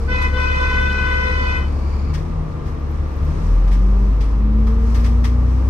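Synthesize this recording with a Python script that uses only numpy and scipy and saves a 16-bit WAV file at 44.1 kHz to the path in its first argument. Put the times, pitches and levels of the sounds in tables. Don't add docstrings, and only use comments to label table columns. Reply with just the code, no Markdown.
import sys
import numpy as np
from scipy import signal
from scipy.fft import rfft, irfft, next_fast_len
from scipy.io import wavfile
from scipy.ndimage import uniform_filter1d

SR = 44100
rng = np.random.default_rng(int(sys.argv[2]) if len(sys.argv) > 2 else 0)


def put_to_file(sound):
    columns = np.atleast_2d(sound).T
    safe = np.clip(columns, -1, 1)
    whole_steps = np.round(safe * 32767)
    wavfile.write(sys.argv[1], SR, whole_steps.astype(np.int16))


N = 250929
T = np.arange(N) / SR


# firing rate f/Hz, then level/dB of orders 1, 2 and 4 at an effort of 0 dB
CABIN_BOOM = [(35, -22, -18.5, -42.5), (35.97, -27, -22.5, -35), (37.94, -29.5, -21.5, -25.5),
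              (38.05, -24.5, -28.5, -29.5), (39.3, -23.5, -27.5, -26.5), (41.08, -20.5, -22.5, -30),
              (41.13, -17.5, -31.5, -40), (42.7, -20, -36, -37), (45.5, -20.5, -45.5, -31.5),
              (50.14, -19, -44, -30), (50.64, -20.5, -39, -43.5), (54.52, -20, -42.5, -23),
              (56, -21, -40.5, -28.5), (58.3, -21, -37, -32.5), (59.7, -23, -38.5, -29.5),
              (61.5, -22.5, -32, -35.5), (63.1, -24, -44.5, -35)]
def cabin_boom(firing_hz, phase, effort_db):
    rates_hz, *responses_db = np.transpose(sorted(CABIN_BOOM))
    effort_shares, wavers_db = (1.16, 0.59, 0.25), (0.3, 1.2, 1.4)
    boom = 0
    for order, response_db, share, waver_db in zip((1, 2, 4), responses_db, effort_shares, wavers_db):
        db = uniform_filter1d(np.interp(firing_hz, rates_hz, response_db), size=SR // 40)
        db = db + share * effort_db + waver_db * walk(12)
        boom += sine(db, order * phase + 0.065 * walk(4.4))
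    return boom


# multiple of the firing rate, idling level/dB, pulling level/dB
MINOR_ORDERS = [(2 / 3, -35, -30.5), (4 / 3, -34, -38), (5 / 3, -44, -33.5), (7 / 3, -36.5, -39),
                (5 / 2, -38, -42), (8 / 3, -44.5, -41), (3.3, -40, -46)]
def uneven_cylinders(firing_hz, phase):
    idle_hz, pull_hz = 36, 50
    load = np.clip((firing_hz - idle_hz) / (pull_hz - idle_hz), 0, 1)
    tones = 0
    for order, idle_db, pull_db in MINOR_ORDERS:
        db = idle_db + load * (pull_db - idle_db) + 3.1 * walk(7)
        tones += sine(db, order * phase + rng.uniform(0, 2 * np.pi) + 0.42 * walk(7.7))
    return tones


# centre f/Hz, width/Hz, peak level/dB
PANEL_MODES = [(91, 17, -27), (203.5, 11.5, -37), (284, 30, -39.5), (234.3, 7, -39.5), (447.2, 17.5, -35.5),
               (327.5, 22, -41.5), (392, 26, -42), (452, 32.5, -43.5)]
def panels(firing_hz, phase):
    driving_orders = 3 / 2, 5, 16 / 3, 6.5, 8, 9, 8, 7.5
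    tones = 0
    for order, (hz, width_hz, db) in zip(driving_orders, PANEL_MODES):
        response = peak(order * firing_hz, hz, width_hz)
        tones += response * sine(db + 0.42 * walk(8.7), order * phase)
    return tones


# number, sum level/dB, difference level/dB (of the ports, about the swell), flutter depth
HORN_PARTIALS = [(1, -1.5, -1.5, 0.31), (2, -1.5, 0, 0.48), (3, 3.5, -1.5, 0.17), (4, 6, 5, 0.66),
                 (5, 2.5, -8.5, 0.41), (6, 1.5, -10.5, 0.72), (7, -5, -13.5, 0.83), (8, -10, -21, 0.98),
                 (9, -14, -18.5, 1), (10, -14.5, -28.5, 1.1), (11, -17.5, -19.5, 2.6), (12, -18, -30, 1.6),
                 (13, -22, -51, 1.3), (14, -26.5, -44, 1.4), (16, -27.5, -44.5, 1.6), (17, -29, -49.5, 1.8),
                 (18, -41, -33, 1.8)]
# t/s, then level/dB of partials 1, 2, 3, 4, 5, of 7 and up, and of the port difference
ECHO_SWELLS = [(.09, 19, 12, 16.5, -1, 5, 2.5, 12.5), (.17, 0, 5.5, -9, -2.5, 9, 1.5, 6.5),
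               (.27, -8, 13.6, -3, 4.5, 8, 0, 9), (.34, 16, 7.4, 7.5, 0, -7, -1, 6.5),
               (.42, 1.5, 13, 3, 2, 10.5, 2.5, 8.5), (.5, 0, 2.5, 3, -3, 8.5, 0, 10.5),
               (.545, 3, 5.1, -21.5, 1, 10.5, 1, 8.5), (.62, 5, 14, 9, -3, 4, 3, 11),
               (.67, 0, 10, 7.5, 0, 10.5, 3.5, 10), (.76, 0, 11.3, 9, 2, 8.5, 2, 10),
               (.9, -5, 5.3, 9, -2, 5.5, 2, 7.5), (1.0, -1, 6.8, 9, -1, 9.5, 0.5, 8.5),
               (1.1, 0, 8.6, 8.5, 2, 3.5, 1.5, 9), (1.2, 2.5, 8.5, 7, -2.5, 4.5, -2, 10),
               (1.3, 8.5, 6.3, 2.5, 1.5, 1.5, 2, 9.5), (1.42, 2, 6.8, -5.5, -2.5, 0.5, -4, 8.5),
               (1.5, 1, 7.8, 0.5, -7, 6.5, 1.5, 8), (1.6, -4, 8.1, -3, -1.5, 2, -4, 4.5)]
def horn_tone():
    pitch_hz, skirt_shift_hz, second_sharp_hz, side_lag_rad = 502.3, 14, 2, 1.3
    n = int(2.5 * SR)
    *lower_db, upper_db, difference_db = (curve[:n] for curve in curves(ECHO_SWELLS))
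    phase = 2 * np.pi * np.cumsum(pitch_hz * (1 + 0.0013 * walk(10, n))) / SR

    def partial(k, db, wander_db, flutter, start):
        skirt = walk(90, n) + 1j * walk(90, n) + 0.57 * (walk(350, n) + 1j * walk(350, n))
        skirt *= flutter * np.exp(2j * np.pi * skirt_shift_hz * T[:n])
        detune = (k == 2) * 2 * np.pi * second_sharp_hz * T[:n]
        angle = k * phase + detune + start + 0.82 * walk(8, n)
        amplitude = undb(db + wander_db * walk(18.26, n)) / np.sqrt(1 + 2 * flutter ** 2)
        return amplitude * np.real((1 + skirt) * np.exp(1j * angle))

    mid = side = 0
    for k, mid_db, side_db, flutter in HORN_PARTIALS:
        start = rng.uniform(0, 2 * np.pi)
        swell_db, wander_db = (lower_db[k - 1], 0.7) if k <= 5 else (upper_db * (k > 6), 1.6)
        mid += partial(k, swell_db + mid_db, wander_db, flutter, start)
        side += partial(k, difference_db + side_db, 2.2, 0.55 * flutter, start - side_lag_rad)
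    return np.sqrt(2) * np.pad([mid + side, mid - side], ((0, 0), (0, N - n)))


# start t/s, duration/s, gain/dB
HORN_PRESSES = [(0.074, 0.177, -40.5), (0.319, 1.258, -41)]
# f/Hz, relative level/dB
RASP_SPECTRUM = [(1500, 10.5), (3000, -1), (6500, -9.5), (7500, -18), (8500, -13.5), (9600, -19),
                 (10700, -50.5), (12500, -16), (15500, -37)]
# f/Hz, gain/dB
WINDSCREEN = [(1250, 1), (1400, 8), (1507, 3), (1700, -21), (1880, 3.5), (2010, -2)]
def horn(engine_phase):
    attack_s, echo_t60_s, rasp_db = 0.071, 0.4, -2.5
    envelope = 0
    for start_s, length_s, db in HORN_PRESSES:
        released_s = np.maximum(T - start_s - length_s, 0)
        envelope += undb(db - 60 * released_s / echo_t60_s) * np.clip((T - start_s) / attack_s, 0, 1)
    tone = horn_tone() * (1 + 0.08 * np.sin(2 * engine_phase))
    rasp = stereo_noise(lambda f: gain_at(RASP_SPECTRUM, f) * (f > 1200))
    return shape(envelope * (tone + undb(rasp_db) * rasp), lambda f: gain_at(WINDSCREEN, f))


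# centre f/Hz, width/Hz, relative level/dB
LEAK_MODES = [(2300, 620, 5), (2290, 90, 9), (4170, 60, -2), (4335, 80, 2), (4440, 70, 3), (4590, 100, 6),
              (4745, 50, -2), (4885, 60, 5), (5150, 120, -4), (5590, 80, -3), (6850, 420, -6),
              (8450, 350, -18)]
def air_leak(phase):
    level_db, click_db, valve_s = -55.5, -5, 2.14
    throb_depth, throb_sharpness = 0.2, 3.7
    whistle = lambda f: sum(undb(db) * peak(f, hz, width) for hz, width, db in LEAK_MODES)
    ring = lambda f: sum(undb(db) / (1 + 1.3j * (f - hz) / width) ** 2
                         for hz, width, db in LEAK_MODES[1:10])
    firing = (phase / (2 * np.pi)).astype(int)
    clicks = np.diff(firing, prepend=0) * undb(2 * rng.standard_normal(N // 100))[firing]
    throb = 1 + throb_depth * (2 * np.exp(throb_sharpness * (np.cos(phase) - 1)) - 0.5)
    air = throb * stereo_noise(whistle) + undb(click_db) * unit(shape(clicks, ring))
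    return gate(-1, valve_s, fade_s=0.044) * undb(level_db + walk(6.1)) * air


# t/s, tail level/dB, hold/s, tail T60/s, crack re tail/dB, knock level/dB, sizzle level/dB
AIR_PUFFS = [(0.221, -42.5, 0.0072, 0.21, -5, -50, -66), (2.141, -45, 0.01, 0.35, 2, -55, -74),
             (2.66, -55.5, 0.031, 0.36, -9, -57, -74), (3.678, -51.5, 0.0042, 0.27, -7, -54, -75),
             (3.717, -47, 0.019, 0.3, -13, -54, -69), (4.21, -46, 0.011, 0.37, -12, -51, -74),
             (4.671, -50, .01, 0.44, -11, -41, -70), (4.948, -43, 0.011, 0.46, -9, -47, -61),
             (5.046, -46, 0.02, 0.25, -7, -47, -73), (5.245, -41, 0.0098, 0.3, -0.5, -42.5, -65)]
# f/Hz, relative level/dB
PUFF_SPECTRUM = [(880, -44), (1500, -1.5), (1770, 2), (1920, -0.5), (2090, 1.5), (2970, -5), (3310, -4),
                 (4110, -9.5), (4950, -8), (6200, -10.5), (7530, -23), (8560, -14), (10700, -31.5),
                 (11700, -28.5), (15500, -26.5)]
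def air_puffs():
    rise_s, crack_t60_s = 0.0097, 0.082
    air = knock = sizzle = 0
    for at_s, db, hold_s, t60_s, crack_db, knock_db, sizzle_db in AIR_PUFFS:
        rise = np.clip((T - at_s + rise_s) / rise_s, 0, 1) ** 2
        decay_s = np.maximum(T - at_s - hold_s, 0)
        envelope = rise * (undb(-60 * decay_s / t60_s) + undb(crack_db - 60 * decay_s / crack_t60_s))
        air += undb(db) * envelope
        knock += undb(knock_db) * envelope
        sizzle += undb(sizzle_db) * envelope
    air = air * stereo_noise(lambda f: gain_at(PUFF_SPECTRUM, f) * (f > 900))
    flicker = undb(walk(150))
    knock = knock * stereo_noise(lambda f: peak(f, hz=1074, width_hz=470, slope=4))
    sizzle = sizzle * stereo_noise(lambda f: peak(f, hz=12130, width_hz=1200, slope=4))
    return flicker * (air + knock + sizzle)


# on t/s, off t/s, level/dB
COMPRESSOR_RUNS = [(.03, .45, -42.5), (0.673, 2.144, -38.5)]
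def compressor(phase):
    envelope = sum(gate(on_s, off_s, fade_s=0.1) * undb(db) for on_s, off_s, db in COMPRESSOR_RUNS)
    return envelope * sine(1.5 * walk(5), 6 * phase)


# f/Hz, level/dB, stop t/s
FAN_AND_PUMP = [(452, -44.5, 1.53), (1195, -53.5, 6)]
def fan_and_pump():
    drift_hz = 9
    tones = 0
    for hz, db, stop_s in FAN_AND_PUMP:
        level_db = db + 3.2 * walk(5.09)
        phase = 2 * np.pi * np.cumsum(hz + drift_hz * walk(9)) / SR
        tones += gate(-1, stop_s, fade_s=0.24) * sine(level_db, phase)
    return tones


# t/s, starting level/dB
TRIM_TICKS = [(2.8016, -57), (2.8325, -62), (2.8879, -60), (2.9133, -56), (2.9429, -59), (3.081, -62),
              (3.1114, -61), (3.1372, -55), (3.1658, -51), (3.1952, -61), (3.2237, -55), (3.2508, -53),
              (3.2795, -60), (3.3367, -59)]
def loose_trim():
    t60_s = 0.0088
    envelope = sum(undb(db - 60 * np.abs(T - s) / t60_s) * (T >= s) for s, db in TRIM_TICKS)
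    treble = shape(rng.standard_normal(N), lambda f: peak(f, hz=12700, width_hz=2600, slope=4))
    return envelope * unit(treble)


# f/Hz, relative level/dB
RUMBLE_SPECTRUM = [(18, -24.5), (30, -7), (60, -6.5), (85, -14.5), (109, -14.5), (335, -18), (387, -23.5),
                   (455, -21), (677, -31), (900, -28.5), (1190, -27.5), (1500, -48.5)]
HISS_SPECTRUM = [(760, -28), (1300, 6.5), (1460, -4), (1630, -6.5), (2580, -10.5), (2830, -13.5),
                 (3520, -17), (5680, -13.5), (7670, -23.5), (9060, -19.5), (10700, -42.5), (12500, -23),
                 (14600, -45), (15500, -37.5)]
# t/s, level/dB
STREET_SWELL = [(2.0, 2), (2.4, -1), (2.65, -0.5), (3.0, .5), (3.2, 1.5), (3.38, 4.5), (3.52, 3.5),
                (3.68, 1.5), (4.0, 1.5), (4.5, -0.5), (4.78, 1), (4.9, 4), (5.1, 3), (5.3, -0.5),
                (5.55, 2.5)]
def rumble(phase):
    below = lambda f, hz: 1 / (1 + (f / hz) ** 12)
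    low_hz, high_hz = 1400, 3800
    middle_band = lambda f: np.sqrt((1 - below(f, low_hz)) * below(f, high_hz)) * (f > 700)
    low = stereo_noise(lambda f: gain_at(RUMBLE_SPECTRUM, f) * np.sqrt(below(f, low_hz)))
    middle = stereo_noise(lambda f: gain_at(HISS_SPECTRUM, f) * middle_band(f))
    high = stereo_noise(lambda f: gain_at(HISS_SPECTRUM, f) * np.sqrt(1 - below(f, high_hz)))
    swell_db, = curves(STREET_SWELL)
    low *= undb(-29 + 0.28 * swell_db + 0.5 * walk(2.7))
    middle *= undb(-49.5 + 0.56 * swell_db + 0.2 * walk(5.2))
    high *= undb(-63.5 + 1.63 * swell_db + 1.1 * walk(12))
    return (1 + 0.018 * np.cos(phase)) * (low + middle + high)


# f/Hz, level/dB of the ports' difference re their sum
FIELD_WIDTH = [(60, -17), (130, -4.5), (290, -10), (640, 1.5), (1200, -4), (1700, 5), (2150, -1),
               (2500, -6), (4000, 1.5), (7000, 0.5), (9500, 1.5), (10800, 14), (11900, 8), (12600, -18),
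               (14500, -13), (15300, -3)]
def stereo_noise(gain):
    mid = shape(rng.standard_normal(N), gain)
    side = shape(rng.standard_normal(N), lambda f: gain(f) * gain_at(FIELD_WIDTH, f))
    return np.array([mid + side, mid - side]) / np.sqrt(np.mean(mid ** 2))


def undb(db):
    return 10 ** (np.asarray(db) / 20)


def unit(x):
    return x / np.sqrt(np.mean(x ** 2))


def sine(db, phase):
    return np.sqrt(2) * undb(db) * np.sin(phase)


def peak(f, hz, width_hz, slope=2):
    return 1 / (1 + (2 * (f - hz) / width_hz) ** slope)


def gate(on_s, off_s, fade_s):
    return np.clip(np.minimum(T - on_s, off_s - T) / fade_s + 0.5, 0, 1)


def curves(table):
    times, *columns = np.transpose(table)
    return [np.interp(T, times, column) for column in columns]


def gain_at(spectrum, f):
    hz, db = np.transpose(spectrum)
    return undb(np.interp(np.log(f + 1), np.log(hz + 1), db))


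def shape(x, gain):
    size = next_fast_len(N + SR // 2)
    f = np.arange(size // 2 + 1) * SR / size
    return irfft(rfft(x, size) * gain(f), size)[..., :N]


def walk(rate_hz, size=N):
    hold = max(int(SR / 10 / rate_hz), 1)
    steps = np.repeat(rng.standard_normal(size // 10 // hold + 2), hold)
    smooth = uniform_filter1d(uniform_filter1d(steps, hold), hold)
    return 1.158 * np.interp(np.arange(size) / 10, np.arange(len(smooth)), smooth)


# t/s, firing rate f/Hz, effort level/dB
ENGINE_RUN = [(0, 35.04, -1), (2.03, 35.26, -3), (2.14, 37.03, 2.5), (2.28, 40.3, -4.5), (2.4, 39.24, 3),
              (2.54, 38.33, -18.5), (2.72, 35.83, -5), (2.87, 35.87, -0.5), (3.02, 36.44, 2),
              (3.14, 35.25, -11), (3.23, 36.1, 5.5), (3.38, 39.3, -0.5), (3.46, 40.6, 3.5),
              (3.54, 41.54, 5.5), (3.66, 44.52, 8), (3.9, 48.67, 6), (4.3, 51.7, 5), (4.72, 55.8, 6.5),
              (5.2, 59.04, 7.5), (5.69, 63.68, 7.5)]
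def scene():
    firing_hz, effort_db = curves(ENGINE_RUN)
    phase = 2 * np.pi * np.cumsum(firing_hz) / SR
    engine = cabin_boom(firing_hz, phase, effort_db) + uneven_cylinders(firing_hz, phase)
    bus = engine + panels(firing_hz, phase) + compressor(phase) + fan_and_pump() + rumble(phase)
    left_lag_s, lag_corner_hz = 0.00024, 900
    lag = lambda f: np.exp(-2j * np.pi * np.outer([left_lag_s, 0], f / (1 + (f / lag_corner_hz) ** 2)))
    return shape(bus, lag) + horn(phase) + air_leak(phase) + air_puffs() + loose_trim()


# f/Hz, left minus right level/dB
PORT_BALANCE = [(60, 1), (110, 5), (200, 2.5), (380, 0.5), (700, -2), (1290, 2.5), (2380, -1), (4400, 8),
                (8120, 9.5), (15000, -8.5)]
def record(dry):
    bottom_hz, top_hz = 27, 15700
    balance = lambda f: gain_at(PORT_BALANCE, f) ** np.array([[0.5], [-0.5]])
    ports = shape(dry, lambda f: balance(f) / np.sqrt(1 + (bottom_hz / (f + 1)) ** 8))
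    return signal.sosfilt(signal.ellip(10, 0.2, 70, top_hz, fs=SR, output="sos"), ports)


dry = scene()
out = record(dry)
put_to_file(out)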